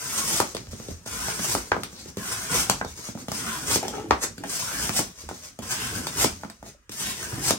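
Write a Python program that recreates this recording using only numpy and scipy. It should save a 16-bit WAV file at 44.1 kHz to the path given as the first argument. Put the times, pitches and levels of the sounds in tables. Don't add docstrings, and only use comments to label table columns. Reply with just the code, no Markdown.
import sys
import numpy as np
from scipy import signal
from scipy.fft import rfft, irfft
from scipy.io import wavfile

SR = 44100
rng = np.random.default_rng(int(sys.argv[2]) if len(sys.argv) > 2 else 0)


def generate_wav(signal):
    frames = np.transpose(np.atleast_2d(signal))
    scaled = np.clip(frames, -1, 1) * 32767
    pcm = np.round(scaled).astype(np.int16)
    wavfile.write(sys.argv[1], SR, pcm)


N = 334391
TIME = np.arange(N) / SR
CLOCK = np.arange(0, N / SR + .001, .001)

# (start [s], end [s], rasp of the fibres [dB],
#   drone of the flutes [dB], shudder of the sheet [dB], hollow note [Hz] before drift and fall)
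STROKES = [(-.02, 0.41, -37.5, -43, -41.5, 1430), (1.053, 1.584, -39.5, -41.5, -38.5, 1526),
           (2.169, 2.7, -45.5, -42.5, -40.5, 1510), (3.337, 3.746, -40, -40.5, -36.5, 1458),
           (4.488, 5.016, -41.5, -50, -43, 1539), (5.615, 6.284, -43.5, -43, -40.5, 1595),
           (6.908, 7.537, -43.5, -53, -47.5, 1790)]
# (peak [s], rise [s], fall [s], rasp [dB], drone [dB], shudder [dB])
SURGES = [(.165, 0.072, 0.094, -35, -40, -54), (0.306, 0.066, 0.068, -29.5, -56, -33),
          (0.382, 0.044, 0.011, -28.5, -31.5, -49), (1.29, 0.14, 0.033, -36.5, -34, -38),
          (1.438, 0.04, 0.021, -31.5, -36, -36), (1.532, 0.078, 0.011, -28, -54, -33),
          (2.309, 0.095, 0.2, -36.5, -37.5, -51), (2.566, 0.062, 0.071, -26.5, -27.5, -32),
          (3.363, 0.061, 0.075, -37, -55, -50), (3.55, 0.13, 0.028, -39.5, -31.5, -52),
          (3.711, 0.042, 0.039, -27.5, -33.5, -30), (3.753, 0.036, 0.0084, -25.5, -46, -34),
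          (4.54, 0.065, 0.22, -35, -62, -51), (4.72, 0.12, 0.05, -58, -34.5, -50),
          (4.857, 0.11, 0.024, -32, -33.5, -33.5), (4.978, 0.042, 0.023, -26.5, -52, -35),
          (5.721, 0.035, 0.036, -31.5, -36, -46.5), (5.845, 0.087, 0.05, -36.5, -36, -52),
          (5.984, 0.057, 0.0099, -36.5, -37, -30), (6.231, 0.061, 0.027, -25, -27.5, -27),
          (7.012, 0.043, 0.05, -34.5, -56, -42), (7.09, 0.072, 0.048, -37, -41.5, -40),
          (7.24, 0.075, 0.054, -41, -38.5, -38), (7.352, 0.056, 0.086, -45.5, -39, -32.5),
          (7.498, 0.051, 0.0064, -23.5, -29, -30.5)]
ENTRY_S, RELEASE_S = 0.0089, 0.034
# (peak [s], half length [s], swish of the sleeve [dB], rumble of the handled sheet [dB])
ARM_MOVES = [(0.463, 0.058, -39.5, -47), (0.576, 0.068, -50.5, -43), (0.724, 0.011, -38.5, -45),
             (.82, 0.14, -46, -45.5), (0.904, 0.033, -44, -56), (1.608, 0.11, -43.5, -47),
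             (1.795, 0.073, -49.5, -39), (1.986, 0.12, -47, -47), (2.086, 0.015, -44.5, -41),
             (2.735, 0.063, -39, -39), (2.898, 0.039, -44, -58), (2.988, 0.032, -40, -43.5),
             (3.065, 0.045, -37.5, -61), (3.199, 0.035, -43, -38), (3.856, 0.12, -42, -37),
             (3.965, 0.046, -46, -46), (4.123, 0.053, -51, -32.5), (4.287, 0.036, -59, -41),
             (4.422, .03, -62, -39.5), (5.05, 0.055, -44.5, -42.5), (5.202, 0.039, -44.5, -53),
             (5.214, 0.0045, -38.5, -58), (5.336, 0.067, -44.5, -49), (5.447, 0.04, -41.5, -52),
             (6.309, 0.073, -45, -46.5), (6.422, 0.041, -50, -53), (6.676, 0.035, -46, -46.5)]
FIDGET_DB, FIDGET_RUMBLE_DB = -55, -54.5
# (time [s], half length [s], dip [dB])
STIRRING_DIPS = [(1.025, .05, -1.5), (2.148, 0.032, -8), (3.26, .03, -1), (5.57, 0.041, -6),
                 (6.958, 0.4, -17)]
# (time [s], knock [dB], thump [dB], crisp tick [dB], hollow ring [dB], hardness [dB per octave])
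CONTACTS = [(.401, -6, -27, -26, -46, -1), (1.061, -31, -40, -44, -35, -2),
            (1.283, -21, -43, -55, -24, 2.5), (1.55, -9.5, -32, -30.5, -45, -2.5),
            (2.17, -29.5, -29.5, -41.5, -38, 1), (2.697, -6.5, -28.5, -22, -44, 0.5),
            (3.283, -22.5, -31, -41.5, -33, -2.5), (3.317, -19.5, -31, -33.5, -30, -0.5),
            (3.758, -13.5, -30.5, -30.5, -43, -6.5), (4.38, -44, -39, -44.5, -53, 4),
            (4.893, -17, -28, -32.5, -27, 5), (4.991, -14.5, -31.5, -30, -31, -4),
            (5.589, -28.5, -36.5, -44, -37, -5.5), (6.069, -20.5, -39, -33, -34, -1),
            (6.244, -8, -31.5, -27.5, -31, -5), (6.8935, -38.5, -41.5, -46, -60, 2.5),
            (6.919, -42, -64, -42, -57, 6), (7.507, -9.5, -25.5, -24.5, -22.5, -4.5)]
# (time [s], knock [dB], crisp tick [dB],
#   hollow ring [dB], hardness [dB per octave], ring of a loose strip [dB], its note [Hz])
LANDINGS = [(.548, -20, -37.5, -32, -12.5, -53, 1500), (.567, -24.5, -45, -53, 11.5, -47, 1500),
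            (1.7174, -6.5, -50, -36, 0, -11, 1580), (1.7285, -28, -61, -38, 4, -37, 1620),
            (1.765, -13, -57, -46, -4, -39, 1620), (1.834, -22, -37, -45, 9.5, -45, 1600),
            (2.8119, -17, -64, -52, -2, -19.5, 1570), (2.8471, -19, -46, -51, -4, -43, 1590),
            (3.828, -27, -42, -27, -6, -50, 1400), (3.881, -22.5, -36.5, -35, -4, -50, 1400),
            (4.1084, -1.5, -41, -22.5, 1, -22.5, 1860), (4.437, -29.5, -45, -26, 0, -31, 1646),
            (5.289, -23, -44.5, -39, -0.5, -34.5, 1460), (5.311, -22.5, -58, -44, -6.5, -41, 1450),
            (6.434, -22.5, -56, -35, -1.5, -34, 1410), (6.499, -35.5, -46, -39, 7.5, -52, 1420),
            (6.627, -29.5, -56, -41, -3, -50, 1400), (6.663, -38, -58, -44, -6, -60, 1400)]
LANDING_THUMP_DB, THUMP_GROWTH = -27, 0.61
# (time [s], thump [dB], knock relative to it [dB], hardness [dB per octave])
BUMPS = [(0.67, -48.5, 8, 11), (0.731, -36, 0, 0.5), (.799, -37, 1, 5), (.885, -32.5, -12.5, 2),
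         (0.913, -42.5, 1, 2), (1.393, -32.5, 5, 6), (1.928, -44, 1, 2), (2.057, -41.5, -3, 2),
         (2.547, -36, 13, -10), (2.989, -44, 3, -2), (3.087, -34.5, 4.5, -3), (3.151, -35, 1, -7),
         (3.174, -45.5, 14.5, 0), (3.969, -39, 8, -6), (3.997, -37, 11, -5), (4.238, -43.5, 22, -6),
         (5.237, -47, -5, -1), (6.004, -39.5, 1, -6), (6.448, -36.5, 6, 1)]
BUMP_TICK_DB, BUMP_RING_DB = -18.5, -13.5
# (time [s], level [dB])
THUDS = [(.68, -41), (0.91, -38.5), (2.855, -40), (5.233, -43.5), (5.994, -44), (6.318, -39)]
THUD_RISE_S, CRACK_RISE_S = 0.0091, 0.00095
# (peak [s], half length [s], level [dB], centre [Hz], width [Hz])
RUBS = [(1.986, 0.043, -52.5, 4240, 1400), (2.862, 0.016, -49, 3650, 300), (5.824, 0.08, -43, 2920, 2410),
        (7.073, 0.081, -42, 3000, 2400)]
# (time [s], level [dB], slips [per s] before random wavering)
DRAGS = [
    [(3.84, -32.5, 80), (3.86, -36.5, 72), (3.885, -42.5, 72)],
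    [(3.935, -35.5, 61), (3.97, -35, 64), (4.02, -43.5, 69), (4.08, -52.5, 52)],
    [(4.385, -57, 67), (4.42, -69, 75), (4.45, -35.5, 63), (4.49, -61, 58)],
]
# (time [s], level [dB], pitch [Hz])
SNAGS = [(3.83, -18, 800), (3.85, -24, 780), (3.955, -28.5, 840), (3.882, -38, 760), (3.939, -27, 1250),
         (3.981, -24, 788), (4.043, -18, 320), (4.058, -33, 803), (4.238, -27, 1015), (4.38, -33, 1540),
         (4.406, -21, 315), (4.438, -29, 755), (6.747, -42.5, 562)]
SNAG_CYCLES, SNAG_RISE_S = 22, 0.0014
# (time [s], level [dB], pitch [Hz] before jitter)
GROANS = [
    [(3.842, -36, 440), (3.87, -41, 431)],
    [(3.93, -36.5, 424), (3.958, -33, 415.5), (3.98, -47.5, 426), (4.002, -37, 429), (4.03, -48, 417)],
]
# (multiple of the pitch, level [dB])
GROAN_PARTIALS = [(1, 0), (2, -6), (3, -12), (4, -22)]
GROAN_JITTER = .05
# (time [s], level [dB])
SCRAPE = [(4.208, -43.5), (4.224, -28.5), (4.238, -25), (4.25, -50), (4.258, -58)]

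# (frequency [Hz], level [dB])
RASP_COLOUR = [(150, -30), (400, -12), (700, -6), (1000, -6.5), (2000, -6.5), (2800, -7), (4100, -8),
               (5200, -0.5), (6300, 0.3), (7300, -2), (8400, -0.5), (9300, -2), (10700, -3), (11900, -10),
               (15500, -9.5), (16000, -14)]
# (frequency [Hz], level [dB])
FLUTE_COLOUR = [(200, -28), (500, -2.5), (720, -10), (1030, 9), (1200, -0.5), (1700, 0), (2100, -0.5),
                (2600, -2.5), (3400, -3), (6000, -27.5)]
# (frequency [Hz], level [dB])
SHUDDER_COLOUR = [(20, -51), (40, -13.5), (60, 1.5), (82, -5), (110, 0), (155, -1.5), (195, -0.5),
                  (280, -2), (400, -6.5), (650, -13.5), (1200, -25.5), (3000, -39.5)]
# (frequency [Hz], level [dB])
SLEEVE_COLOUR = [(100, -17), (500, -1), (1200, 2.5), (2200, 0.5), (3200, -1.5), (4500, 2.5), (6300, 9),
                 (7400, 3.5), (8700, 3), (10700, -2), (12000, -5.5), (16000, -7)]
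# (frequency [Hz], level [dB])
AIR_COLOUR = [(20, -7), (60, 19), (200, -23), (500, -43), (1200, -6), (3000, -15), (8000, -57),
              (16000, -34)]
# (frequency [Hz], level [dB])
KNOCK_COLOUR = [(20, -70), (60, -28.5), (250, 8), (500, 3.5), (900, 6), (1300, 2.5), (1650, -7), (2200, -8),
                (2900, -16), (6000, -19.5), (16000, -60.5)]
# (frequency [Hz], level [dB])
THUMP_COLOUR = [(20, -60.5), (50, -18), (110, 2.5), (155, -1.5), (210, 8), (400, -2), (650, -9),
                (1200, -33.5), (4000, -56.5)]
# (frequency [Hz], level [dB])
TICK_COLOUR = [(300, -25), (1500, -5), (3000, -1), (6000, 0), (10700, -3), (12000, -9), (16000, -10)]
# (frequency [Hz], level [dB])
JUDDER_COLOUR = [(20, -65), (50, -55), (200, 0.5), (420, 5.5), (600, -10), (830, -10), (1050, -19.5),
                 (1280, -9), (1700, -14), (3000, -15.5), (10000, -48)]
# (frequency [Hz], level [dB])
STEEL_COLOUR = [(100, -7), (400, -1), (1100, 0), (1900, -1), (3000, -8), (4500, -5), (6200, 3), (7300, 1),
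                (8400, 3), (9500, -5), (11000, -2), (12000, -10), (16000, -13)]

# (frequency [Hz], level [dB], decay by 60 dB [s])
BOARD_MODES = [(678, 7, 0.09), (834, -1, 0.08), (1030, 1, 0.05), (1290, -4, 0.055), (1830, -3, 0.05)]
# (multiple of the note, level [dB], decay by 60 dB [s])
STRIP_MODES = [(.24, 0, .04), (.66, 1, .045), (.93, 3, .03), (1, 10, .032), (1.27, -9, .04),
               (1.42, -7, .035)]
STRIP_LAG_S = 0.00166
# (frequency [Hz], level [dB], decay by 60 dB [s])
BENCH_MODES = [(61, -6, 0.17), (80.6, 0, 0.23), (116, -6, 0.11)]

NOTE_DRIFT = 0.063
NOTE_FALL_PER_S = 0.12
NOTE_FADE_DB_PER_S = 19
NOTE_CHOKE_DB = -28.5
NOTE_FLUTTER_DB, NOTE_WIDTH_HZ = 1.5, 420
BOUNCE_TOP_S, BOUNCE_BOTTOM_S, BOUNCE_SHARE = 0.000701, .0002, 0.1

# (frequency [Hz], decay by 60 dB [s])
GARAGE_DECAY = [(100, 0.25), (400, 0.19), (1000, 0.21), (3000, 0.23), (7000, 0.2), (16000, 0.12)]
# (frequency [Hz], likeness [share])
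GARAGE_LIKENESS = [(50, 0.91), (150, 0.95), (300, 0.92), (600, 0), (1200, 0), (3000, 0.078), (16000, 0)]
# (delay left [s], delay right [s], gain [amplitude])
ECHOES = [(.0019, 0.0017, 0.76), (.0047, 0.0068, 0.1), (.0086, 0.021, 0.21)]
PAIR_IN_STEP_HZ, PAIR_PERIOD_HZ, PAIR_FROM_HZ, PAIR_FULL_HZ = 12020, 3600, 8400, 9900
# (frequency [Hz], left minus right [dB])
LEFT_LEAN = [(100, -1.0), (350, -1.8), (1000, 2.5), (1700, -0.5), (3200, 1.0), (4900, 4.0), (6300, 3.0),
             (7800, -2.0), (9500, 0.5), (16000, -1)]
BAND_LIMIT_HZ = 16100


def gain_of(db):
    return 10 ** (np.asarray(db) / 20)


def unit(x):
    return x / np.sqrt(np.sum(x ** 2) + 1e-20)


def read(points, hz):
    table_hz, value = np.transpose(points)
    return np.interp(np.log(hz + 1), np.log(table_hz + 1), value)


def add(mix, s, sound):
    part = mix[max(round(s * SR), 0):][:len(sound)]
    part += sound[:len(part)]


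def response(points, spread=0, tilt_db=0, size=8192):
    hz = np.fft.fftfreq(size, 1 / SR)
    octaves = np.log2(np.clip(abs(hz), 400, 4000))
    log_gain = np.log(gain_of(read(points, abs(hz)) + tilt_db * octaves))
    bending = 4 * np.pi * spread * np.sign(hz) * np.sqrt(1000 * abs(hz))
    phase = -signal.hilbert(log_gain).imag - bending
    return unit(np.fft.ifft(np.exp(log_gain + 1j * phase)).real[:size // 2])


def coloured(x, points, spread=0):
    return signal.oaconvolve(x, response(points, spread))[:len(x)]


def level(tables, column, fade=0.034):
    times, gains = [], []
    for rows in tables:
        times += [rows[0][0] - fade, *(row[0] for row in rows), rows[-1][0] + fade]
        gains += [0, *gain_of([row[column] for row in rows]), 0]
    return np.interp(TIME, times, gains)


def wander(per_s):
    return np.interp(TIME * per_s, np.arange(N), rng.standard_normal(N))


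def snaps(per_s, scatter_db):
    signs = rng.choice([-1, 1], N)
    sizes = gain_of(scatter_db * np.minimum(rng.exponential(1, N), 5)) * signs
    happens = rng.random(N) < per_s / SR
    return unit(sizes * happens) * np.sqrt(N)


def resonate(x, hz, width):
    turn = np.exp(2j * np.pi * np.cumsum(hz) / SR)
    r = np.exp(-np.pi * width / SR)
    smooth = signal.lfilter([(1 - r) ** 2], [1, -2 * r, r * r], x / turn)
    return unit((turn * smooth).real) * np.sqrt(N)


def swell(peak_s, rise_s, fall_s):
    return np.exp(-((CLOCK - peak_s) / np.where(CLOCK < peak_s, rise_s, fall_s)) ** 2)


def together(shapes, levels_db):
    powers = gain_of(levels_db).T ** 2 @ np.square(shapes)
    return [np.interp(TIME, CLOCK, np.sqrt(power)) for power in powers]


def ringing(modes, size, spread=0.0017):
    t = np.arange(size) / SR
    detune = 1 + spread * rng.standard_normal()
    return unit(sum(gain_of(db - 60 * t / t60) * np.sin(2 * np.pi * hz * detune * t)
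                    for hz, db, t60 in modes))


def burst(t60, size=4096):
    t = np.arange(size) / SR
    return unit(rng.standard_normal(size) * np.minimum(t / CRACK_RISE_S, 1) * 1000 ** (-t / t60))


def travel(start, end):
    entry = np.clip((CLOCK - start) / ENTRY_S, 0, 1)
    return entry * np.exp(-np.maximum(CLOCK - end, 0) / RELEASE_S)


def bounced(x):
    times = [s for row in STROKES for s in row[:2]]
    delay = np.interp(TIME, times, [BOUNCE_TOP_S, BOUNCE_BOTTOM_S] * len(STROKES))
    reflection = np.interp(TIME - delay, TIME, x)
    return (x + BOUNCE_SHARE * reflection) / np.hypot(1, BOUNCE_SHARE)


def flute_note(fibres, rasp):
    strokes = np.array(STROKES)
    middles = strokes[:, :2].mean(1)
    nearest = abs(TIME[:, None] - middles).argmin(1)
    past_middle = TIME - middles[nearest]
    note_hz = strokes[nearest, 5] * np.exp(NOTE_DRIFT * wander(per_s=16) - NOTE_FALL_PER_S * past_middle)
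    flutter_db = NOTE_FLUTTER_DB * wander(per_s=54)
    strength = gain_of(-9.5 + flutter_db - NOTE_FADE_DB_PER_S * abs(past_middle))
    choke = 1 + (rasp / gain_of(NOTE_CHOKE_DB)) ** 2
    return resonate(fibres, note_hz, NOTE_WIDTH_HZ) * strength / choke


def cutting():
    shapes = [travel(*row[:2]) for row in STROKES] + [swell(*row[:3]) for row in SURGES]
    levels_db = [row[2:5] for row in STROKES] + [row[3:] for row in SURGES]
    rasp, drone, shudder = together(shapes, levels_db)
    grip = gain_of(1.4 * wander(per_s=260) + .9 * wander(per_s=60))
    fibres = snaps(per_s=5500, scatter_db=3.0) * grip
    tears = snaps(per_s=1400, scatter_db=3.5) * grip
    hiss = bounced(coloured(fibres, RASP_COLOUR)) * rasp * gain_of(-0.5)
    hollow = coloured(tears, FLUTE_COLOUR) * gain_of(-7.5) + flute_note(fibres, rasp)
    shaking = coloured(tears, SHUDDER_COLOUR, spread=0.002016) * shudder * gain_of(-8.0)
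    return hiss + hollow * drone + shaking


def handling():
    fidget = gain_of(sum(db * swell(s, half, half) for s, half, db in STIRRING_DIPS))
    shapes = [swell(s, half, half) for s, half, _, _ in ARM_MOVES] + [fidget]
    levels_db = [row[2:] for row in ARM_MOVES] + [(FIDGET_DB, FIDGET_RUMBLE_DB)]
    sleeve, sheet = together(shapes, levels_db)
    swish = coloured(snaps(per_s=8700, scatter_db=5.0), SLEEVE_COLOUR) * sleeve * gain_of(-4.0)
    rumble = coloured(snaps(per_s=640, scatter_db=2.0), SHUDDER_COLOUR) * sheet * gain_of(-7.5)
    return swish + rumble


def room_air():
    return coloured(rng.standard_normal(N), AIR_COLOUR) * gain_of(-65.0)


def impacts():
    landings = [(s, db, LANDING_THUMP_DB + THUMP_GROWTH * db, *rest) for s, db, *rest, _, _ in LANDINGS]
    bumps = [(s, db + knock_db, db, db + BUMP_TICK_DB, db + BUMP_RING_DB, hardness)
             for s, db, knock_db, hardness in BUMPS]
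    return CONTACTS + landings + bumps


def blows(size=4096):
    out = np.zeros(N)
    spread, lead_s = .0013, .0003
    thump = response(THUMP_COLOUR, spread) * gain_of(28.5)
    for s, knock_db, thump_db, _, ring_db, hardness in impacts():
        knock = gain_of(knock_db + 14.5) * response(KNOCK_COLOUR, spread, hardness)
        add(out, s - lead_s, knock + gain_of(thump_db) * thump)
        add(out, s, gain_of(ring_db + 15.0) * ringing(BOARD_MODES, size))
    return out


def ticks():
    out = np.zeros(N)
    for s, _, _, tick_db, _, _ in impacts():
        add(out, s, gain_of(tick_db) * burst(t60=0.0075))
    return coloured(out, TICK_COLOUR) * gain_of(27.5)


def strips(size=4096):
    out = np.zeros(N)
    for s, *_, strip_db, note_hz in LANDINGS:
        modes = [(multiple * note_hz, db, t60) for multiple, db, t60 in STRIP_MODES]
        add(out, s + STRIP_LAG_S, gain_of(strip_db + 19) * ringing(modes, size))
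    return out


def thuds(size=12000):
    out = np.zeros(N)
    rise = np.minimum(TIME[:size] / THUD_RISE_S, 1)
    for s, db in THUDS:
        add(out, s, gain_of(db + 33.0) * rise * ringing(BENCH_MODES, size, spread=0.061))
    return out


def rubs():
    grains = snaps(per_s=9700, scatter_db=3)
    out = np.zeros(N)
    for s, half, db, hz, width in RUBS:
        band = resonate(grains, np.full(N, hz), width)
        out += band * gain_of(db) * np.interp(TIME, CLOCK, swell(s, half, half))
    return out


def dragging():
    s, _, per_s = np.concatenate(DRAGS).T
    rate = np.interp(TIME, s, per_s) * np.exp(0.24 * wander(per_s=40))
    slip_phase = (np.cumsum(rate) / SR) % 1
    scuffs = rng.standard_normal(N) * np.exp(-slip_phase / 0.9)
    return coloured(scuffs * level(DRAGS, 1), JUDDER_COLOUR, spread=0.002253) * gain_of(2.5)


def snagging(size=4096):
    out, t = np.zeros(N), TIME[:size]
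    for s, db, hz in SNAGS:
        decay = gain_of(-60 * hz * t / SNAG_CYCLES)
        flap = np.sin(2 * np.pi * hz * t) * decay * np.minimum(t / SNAG_RISE_S, 1)
        add(out, s, gain_of(db + 11.5) * unit(flap))
    return out


def groaning():
    s, _, hz = np.concatenate(GROANS).T
    pitch_hz = np.interp(TIME, s, hz) * np.exp(GROAN_JITTER * wander(per_s=340))
    turns = np.cumsum(pitch_hz) / SR
    note = sum(gain_of(db) * np.sin(2 * np.pi * k * turns) for k, db in GROAN_PARTIALS)
    return note * level(GROANS, 1, fade=.006) * gain_of(2.5 * wander(per_s=150))


def scraping():
    grains = snaps(per_s=4000, scatter_db=-1.5)
    return coloured(grains, STEEL_COLOUR) * level([SCRAPE], 1) * gain_of(-1.5)


def garage(x, wet_db, build_s=0.00046, size=8192):
    t = np.arange(size) / SR
    hz, when, (a, b) = signal.stft(rng.standard_normal((2, size)), SR, nperseg=256)
    same = np.clip(read(GARAGE_LIKENESS, hz), -1, 1)[:, None]
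    mid, side = a * np.sqrt(1 + same), b * np.sqrt(1 - same)
    decay = gain_of(-60 * when / read(GARAGE_DECAY, hz)[:, None])
    diffuse = np.array([mid + side, mid - side]) * decay
    tail = signal.istft(diffuse, SR, nperseg=256)[1][:, :size] * np.clip((t - .002) / build_s, 0, 1)
    paths = gain_of(wet_db) * np.sqrt(2) * unit(tail)
    add(paths[0], 0, np.ones(1))
    add(paths[1], rng.uniform(.00009, .00012), np.ones(1))
    distance = rng.uniform(.7, 1.3)
    for left, right, gain in ECHOES:
        add(paths[0], left * distance, np.array([gain]))
        add(paths[1], right * distance, np.array([gain]))
    return signal.fftconvolve(x[None], paths, axes=1)


def moving(x, wet_db, build_s=0.00045, size=4096):
    out, hop = np.zeros((2, N + size)), size // 2
    padded, window = np.pad(x, (hop, size)), signal.get_window("hann", size)
    for start in range(0, N + hop, hop):
        stretch = padded[start:start + size] * window
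        for channel, heard in zip(out, garage(stretch, wet_db, build_s)):
            add(channel, start / SR, heard)
    return out[:, hop:hop + N]


def scene():
    rubbing = moving(cutting() + handling() + room_air() + rubs() + scraping(), wet_db=3.5)
    struck = blows() + thuds() + dragging() + snagging() + groaning()
    knocking = moving(struck, wet_db=-2.5, build_s=0.0062, size=16384)
    crisp = garage(ticks(), wet_db=0.0)[:, :N]
    loose = garage(strips(), wet_db=-6.5)[:, :N]
    return rubbing + knocking + crisp + loose


def microphone_pair(left, right, hz):
    angle = np.pi * (hz - PAIR_IN_STEP_HZ) / PAIR_PERIOD_HZ
    share = np.clip((hz - PAIR_FROM_HZ) / (PAIR_FULL_HZ - PAIR_FROM_HZ), 0, 1)
    mid = (left + right) / 2 * (1 - share + share * np.sqrt(2) * abs(np.cos(angle)))
    side = (left - right) / 2 * (1 - share + share * np.sqrt(2) * abs(np.sin(angle)))
    return np.array([mid + side, mid - side])


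def record(dry):
    hz = np.fft.rfftfreq(N, 1 / SR)
    lean_db = read(LEFT_LEAN, hz)
    left, right = rfft(dry) * gain_of(np.array([lean_db, -lean_db]) / 2)
    heard = irfft(microphone_pair(left, right, hz), N)
    heard = signal.sosfilt(signal.butter(2, 38, "highpass", fs=SR, output="sos"), heard)
    band_limit = signal.firwin(511, BAND_LIMIT_HZ, window=("kaiser", 9), fs=SR)
    return signal.oaconvolve(heard, band_limit[None], "same")


dry = scene()
out = record(dry)
generate_wav(out)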